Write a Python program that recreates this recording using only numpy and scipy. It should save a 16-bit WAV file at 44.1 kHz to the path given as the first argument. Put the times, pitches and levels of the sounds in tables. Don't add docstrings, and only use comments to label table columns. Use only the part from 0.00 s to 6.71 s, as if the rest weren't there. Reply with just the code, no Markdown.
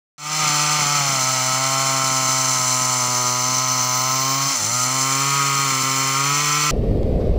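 import sys
import numpy as np
from scipy import signal
from scipy.fft import rfft, irfft
from scipy.io import wavfile
from scipy.ndimage import uniform_filter1d

SR = 44100
rng = np.random.default_rng(int(sys.argv[2]) if len(sys.argv) > 2 else 0)


def wav_out(sig):
    wavfile.write(sys.argv[1], SR, np.round(np.clip(np.atleast_2d(sig).T, -1, 1) * 32767).astype(np.int16))


N = 295911
TIME = np.arange(N) / SR

LET_OFF = dict(start_s=4.49, attack_s=0.038, hold_s=0.26, release_s=0.14)
DEEP = dict(start_s=1.6, attack_s=1.67, hold_s=1.5, release_s=0.65)


def exhaust(turns, rev, sputter, jitter_s=2e-5):
    firings = np.arange(1, int(turns[-1]))
    firing_s = np.interp(firings, turns, TIME)
    uneven = np.interp(firing_s, TIME, sputter)
    volume_dev, timing_dev, front_dev, second_dev = rng.standard_normal((len(firings), 4)).T * uneven
    weak = misfires(firing_s, uneven)
    rebound = 0.63 * np.roll(weak, 1)
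    volume = puffs(firing_s, 1 + 0.094 * volume_dev - 0.95 * weak + rebound)
    front = puffs(firing_s + jitter_s * timing_dev, 1 + 0.11 * front_dev - 0.15 * weak)
    second = puffs(np.interp(firings + 0.379, turns, TIME), 1 + 0.11 * second_dev)
    pair = front + np.interp(swing(), [0, 1], [0.36, 0.037]) * second
    return muffler_drone(volume, rev) + muffler_bark(pair) + gas_jet(front, turns, rev, sputter)


def misfires(firing_s, uneven, stumble_share=0.018, stumble_weakness=0.36):
    # (time [s], weakness [0-1])
    weak_firings = [(0.419, 1), (0.452, 1), (0.485, 1), (0.779, 1), (0.806, 1), (0.848, 1), (1.079, 1),
                    (1.115, 1), (1.16, 1), (1.221, 0.8), (1.522, 0.75), (2.027, 1), (2.102, 0.8),
                    (2.217, 0.6), (2.278, 0.7), (2.584, 1), (2.804, 0.67), (3.072, 0.76), (3.559, 0.55),
                    (5.579, 0.64), (5.712, 0.92), (5.825, 1)]
    weak = stumble_weakness * (rng.random(len(firing_s)) < stumble_share * uneven)
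    for time_s, weakness in weak_firings:
        weak[np.argmin(abs(firing_s - time_s))] = weakness
    return weak


def sputtering(firing_hz, rev):
    slowing_hz_per_s = np.maximum(-np.gradient(smooth(firing_hz, size=3000)) * SR, 0)
    return np.clip(0.85 - 0.1 * rev + 0.016 * slowing_hz_per_s + spell(**LET_OFF), 0, 1.5)


def muffler_drone(volume, rev):
    # (frequency [Hz], width [Hz], level [dB])
    boom_modes = [(147.7, 67, 6)]
    octave_modes = [(270, 95, 2.5), (522, 87, -9)]
    body_modes = [(398.4, 95, 0)]
    # (revving [steps], level [dB])
    boom_tuning = [(-8, -34.5), (-0.6, -32.5), (0.26, -30.5), (1, -27), (0.4, -29.5), (2.2, -30)]
    # (time [s], level [dB])
    body_levels = [(0.45, -45.5), (0.85, -41), (1.45, -50.5), (1.8, -42), (2.8, -45.5), (3.25, -38),
                   (3.6, -45), (4.3, -42), (4.47, -53), (5.0, -42), (6.1, -40.5), (6.7, -43)]
    throttle_shut = spell(start_s=4.47, attack_s=0.053, hold_s=0.03, release_s=0.07)
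    boom_db = np.interp(rev, *np.transpose(boom_tuning)) - 18 * throttle_shut
    octave_db = -34.5 - 1.5 * abs(rev) + drift(3) - 2 * spell(**LET_OFF) + 0.5 * swing()
    boom = radiate(volume, boom_modes, boom_db)
    octave = radiate(volume, octave_modes, octave_db)
    return boom + octave + radiate(volume, body_modes, in_time(body_levels)[0])


def muffler_bark(pulses):
    # (frequency [Hz], width [Hz], level [dB])
    pipe_modes = [(692, 326, -1.1), (879, 99, 0.21)]
    bark_modes = [(1067, 188, 0)]
    ring_modes = [(1283, 142, 10), (1440, 120, -4)]
    # (time [s], pipe level [dB], bark level [dB], ring level [dB])
    mode_levels = [(0.45, -31, -39, -28.5), (1.1, -30.5, -36.5, -29.5), (1.35, -30.5, -40, -29.5),
                   (1.75, -29.5, -31, -28.5), (2.2, -31, -32, -27.5), (2.55, -33.5, -32.5, -30.5),
                   (3.2, -32, -30.5, -30.5), (3.7, -35.5, -30.5, -31), (4.05, -32, -29.5, -29.5),
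                   (4.3, -36, -26.5, -36), (4.5, -40, -29.5, -38), (4.6, -35, -50, -33),
                   (4.8, -34.5, -44, -28), (4.95, -34.5, -29, -33), (5.4, -48, -29.5, -27),
                   (5.95, -40, -30, -30.5), (6.3, -47, -30, -26), (6.7, -47, -34, -28)]
    pipe_db, bark_db, ring_db = in_time(mode_levels)
    pipe = radiate(pulses, pipe_modes, pipe_db)
    bark = radiate(pulses, bark_modes, bark_db)
    ring = radiate(pulses, ring_modes, ring_db + 1.23 * drift(6))
    return pipe - bark + ring


def gas_jet(front, turns, rev, sputter):
    # (frequency [Hz], width [Hz], level [dB])
    gas_modes = [(184, 29, -6), (298, 124, -14), (946, 480, -4.5), (1282, 107, 7.5), (1564, 164, -3)]
    rasp_modes = [(1964, 290, 0), (2233, 260, 1), (2500, 240, -3)]
    high_modes = [(2770, 290, -2), (3083, 290, -0.5), (3082, 61, -1.5), (3530, 270, -4.5)]
    flow = np.maximum(rev, -1.6)
    muffled_db = -2.5 * spell(**DEEP)
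    flow_db = -32 + 1.62 * flow + muffled_db
    rush = radiate(gated_noise(turns, depth_db=3, lag=0.77), gas_modes, flow_db + 0.65 - swing())
    jet = 0.34 * front + 0.79 * per_turn(turns) + 0.92 * sputter * rms_one(rng.standard_normal(N))
    rasp_db = flow_db + 1.4 * swing()
    tilt_db = 1.7 * flow
    low = radiate(jet, rasp_modes[:1], rasp_db - 5 - tilt_db)
    upper = radiate(jet, rasp_modes[1:], rasp_db - 2.5 + tilt_db / 2)
    frayed = jet + 0.88 * gated_noise(turns, depth_db=3.5, lag=0.2)
    high = radiate(frayed, high_modes, -33.5 + 1.4 * flow + muffled_db)
    return rush + low - upper + high


def chain(turns, rev):
    # (frequency [Hz], width [Hz], level [dB])
    rattle_modes = [(4170, 360, 0.5), (4280, 22, 6.5), (4520, 270, -1), (5063, 300, 0), (5356, 190, 4)]
    bar_modes = [(6000, 370, 0.45), (6236, 330, -1), (6215, 49, 0.52)]
    hiss_modes = [(6906, 193, 1.5), (7223, 224, 2.5), (7543, 320, -0.5), (7860, 400, -10),
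                  (8380, 490, -8.5), (9400, 620, -12.5), (10310, 650, -14.5), (11300, 780, -22.5),
                  (12800, 1600, -31)]
    sizzle_modes = [(13700, 700, -13), (14150, 130, 1), (14700, 500, -3), (15300, 550, -0.5)]
    # (time [s], bar level [dB], hiss level [dB])
    cut_levels = [(0.45, -25.5, -26), (1.3, -25.5, -27), (1.85, -27.5, -26), (2.4, -24, -26),
                  (2.9, -24.5, -24.5), (3.15, -25, -27.5), (3.7, -23.5, -30.5), (4.45, -26.5, -29.5),
                  (4.7, -25, -25.5), (5.4, -28, -26.5), (6.1, -28.5, -27.5), (6.35, -25.5, -27),
                  (6.7, -26, -27.5)]
    bar_db, hiss_db = in_time(cut_levels)
    bite_db = 0.5 * np.cos(np.pi * turns) + 0.61 * drift(24)
    bite = from_db(bite_db) * (1 + 0.14 * snags())
    regular = 0.37 * per_turn(turns)
    slap = bite * (regular + gated_noise(turns, depth_db=1.5, lag=0.14))
    links = bite * (regular + gated_noise(turns, depth_db=1.5, lag=0.44))
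    rattle = radiate(slap, rattle_modes, -27.5 + 0.8 * rev - 0.5 * spell(**DEEP) - 1.5 * swing())
    bar = radiate(links, bar_modes, bar_db)
    hiss = radiate(links, hiss_modes, hiss_db)
    flare = spell(start_s=3.674, attack_s=0.25, hold_s=0.45, release_s=0.15)
    sizzle = radiate(links, sizzle_modes, -40 + 4 * flare + 1.5 * swing())
    feed = from_db(0.54 * drift(7.4))
    return feed * (rattle + bar + hiss + sizzle)


def snags(per_s=260, decay_s=0.00053):
    hits = (rng.random(N) < per_s / SR) * rng.uniform(0.36, 1, N)
    swell = signal.lfilter([1], [1, -np.exp(-1 / (decay_s * SR))], hits)
    return rms_one(swell - swell.mean())


def tree_echoes(saw, echo_db=-19, count=10):
    dull = signal.sosfilt(signal.butter(1, [600, 5000], "band", fs=SR, output="sos"), saw)
    lags = (rng.uniform(0.017, 0.16, count) * SR).astype(int)
    return from_db(echo_db) * sum(np.pad(dull, (lag, 0))[:N] for lag in lags) / np.sqrt(count)


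def air(start_db=-66, rise_db=7):
    band = signal.butter(1, [25, 120], "band", fs=SR, output="sos")
    rumble = signal.sosfilt(band, rng.standard_normal(N))
    return from_db(start_db + rise_db * TIME / TIME[-1]) * rms_one(rumble)


def radiate(drive, modes, level_db, size=8192):
    f = np.arange(size // 2 + 1) * SR / size
    power = sum(from_db(db) ** 2 / (1 + (2 * (f - hz) / width) ** 4) for hz, width, db in modes)
    power = power * f ** 2 / (f ** 2 + modes[0][0] ** 2 / 2) + 1e-9
    cepstrum = irfft(np.log(power) / 2)
    cepstrum[1:size // 2] *= 2
    cepstrum[size // 2 + 1:] = 0
    response = irfft(np.exp(rfft(cepstrum)))[:size // 2]
    ringing = signal.oaconvolve(drive, response)[:N]
    running_rms = np.sqrt(np.maximum(smooth(ringing ** 2, size=4400), 1e-16))
    return from_db(level_db) * ringing / running_rms


def puffs(firing_s, strength):
    train, position = np.zeros(N + 1), np.clip(firing_s * SR, 0, N - 1)
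    whole = position.astype(int)
    np.add.at(train, whole, strength * (1 - position + whole))
    np.add.at(train, whole + 1, strength * (position - whole))
    return rms_one(train[:N])


def gated_noise(turns, depth_db, lag):
    return rms_one(rng.standard_normal(N) * from_db(depth_db * np.cos(2 * np.pi * (turns - lag))))


def per_turn(turns, size=400):
    return rms_one(np.interp(turns, np.arange(size) / size, rng.standard_normal(size), period=1))


def drift(rate_hz, hop=40, settle=2000):
    pole = np.exp(-2 * np.pi * rate_hz * hop / SR)
    noise = rng.standard_normal(N // hop + settle + 2)
    slow = signal.lfilter([1], [1, -2 * pole, pole * pole], noise)[settle:]
    return np.interp(np.arange(N) / hop, np.arange(len(slow)), rms_one(slow))


def swing(start_s=4.72, length_s=0.42):
    return np.clip((TIME - start_s) / length_s, 0, 1)


def spell(start_s, attack_s, hold_s, release_s):
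    return np.interp(TIME, start_s + np.cumsum([0, attack_s, hold_s, release_s]), [0, 1, 1, 0])


def in_time(rows):
    time_s, *columns = np.transpose(rows)
    return [np.interp(TIME, time_s, column) for column in columns]


def smooth(x, size):
    return uniform_filter1d(uniform_filter1d(x, size), size)


def from_db(db):
    return 10 ** (np.asarray(db) / 20)


def rms_one(x):
    return x / np.sqrt(np.mean(x ** 2) + 1e-20)


def scene(cruise_hz=133, step_hz=10, wobble=0.0026):
    # (time [s], firing rate [Hz])
    engine_speed = [(0.2, 148.0), (0.38, 155.8), (0.51, 148.1), (0.77, 150.9), (0.85, 144.1), (0.94, 146.1),
                    (1.23, 128.4), (1.29, 130.9), (1.41, 128.7), (1.82, 134.5), (2.15, 131.2),
                    (2.46, 130.9), (2.58, 128.0), (2.91, 127.8), (3.08, 124.3), (3.33, 124.3),
                    (3.51, 128.0), (3.72, 128.3), (3.86, 125.7), (4.52, 138.1), (4.6, 108.3), (4.63, 104.7),
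                    (4.74, 123.6), (4.84, 126.5), (4.93, 131.5), (5.14, 134.7), (5.28, 139.4),
                    (5.64, 137.5), (5.76, 131.9), (6.13, 134.8), (6.44, 147.0), (6.69, 148.6)]
    firing_hz = smooth(in_time(engine_speed)[0], size=500)
    turns = np.cumsum(firing_hz * (1 + wobble * drift(13))) / SR
    rev = (firing_hz - cruise_hz) / step_hz
    saw = chain(turns, rev) + exhaust(turns, rev, sputtering(firing_hz, rev))
    return np.tile(saw + tree_echoes(saw) + air(), (2, 1))


def record(dry):
    start_s, fade_s, cutoff_hz = 0.18, 0.27, 15600
    faded = dry * np.interp(TIME, [start_s, start_s + fade_s], [0.052, 1], left=0)
    return signal.sosfilt(signal.ellip(12, 0.1, 90, cutoff_hz, fs=SR, output="sos"), faded)


dry = scene()
out = record(dry)
wav_out(out)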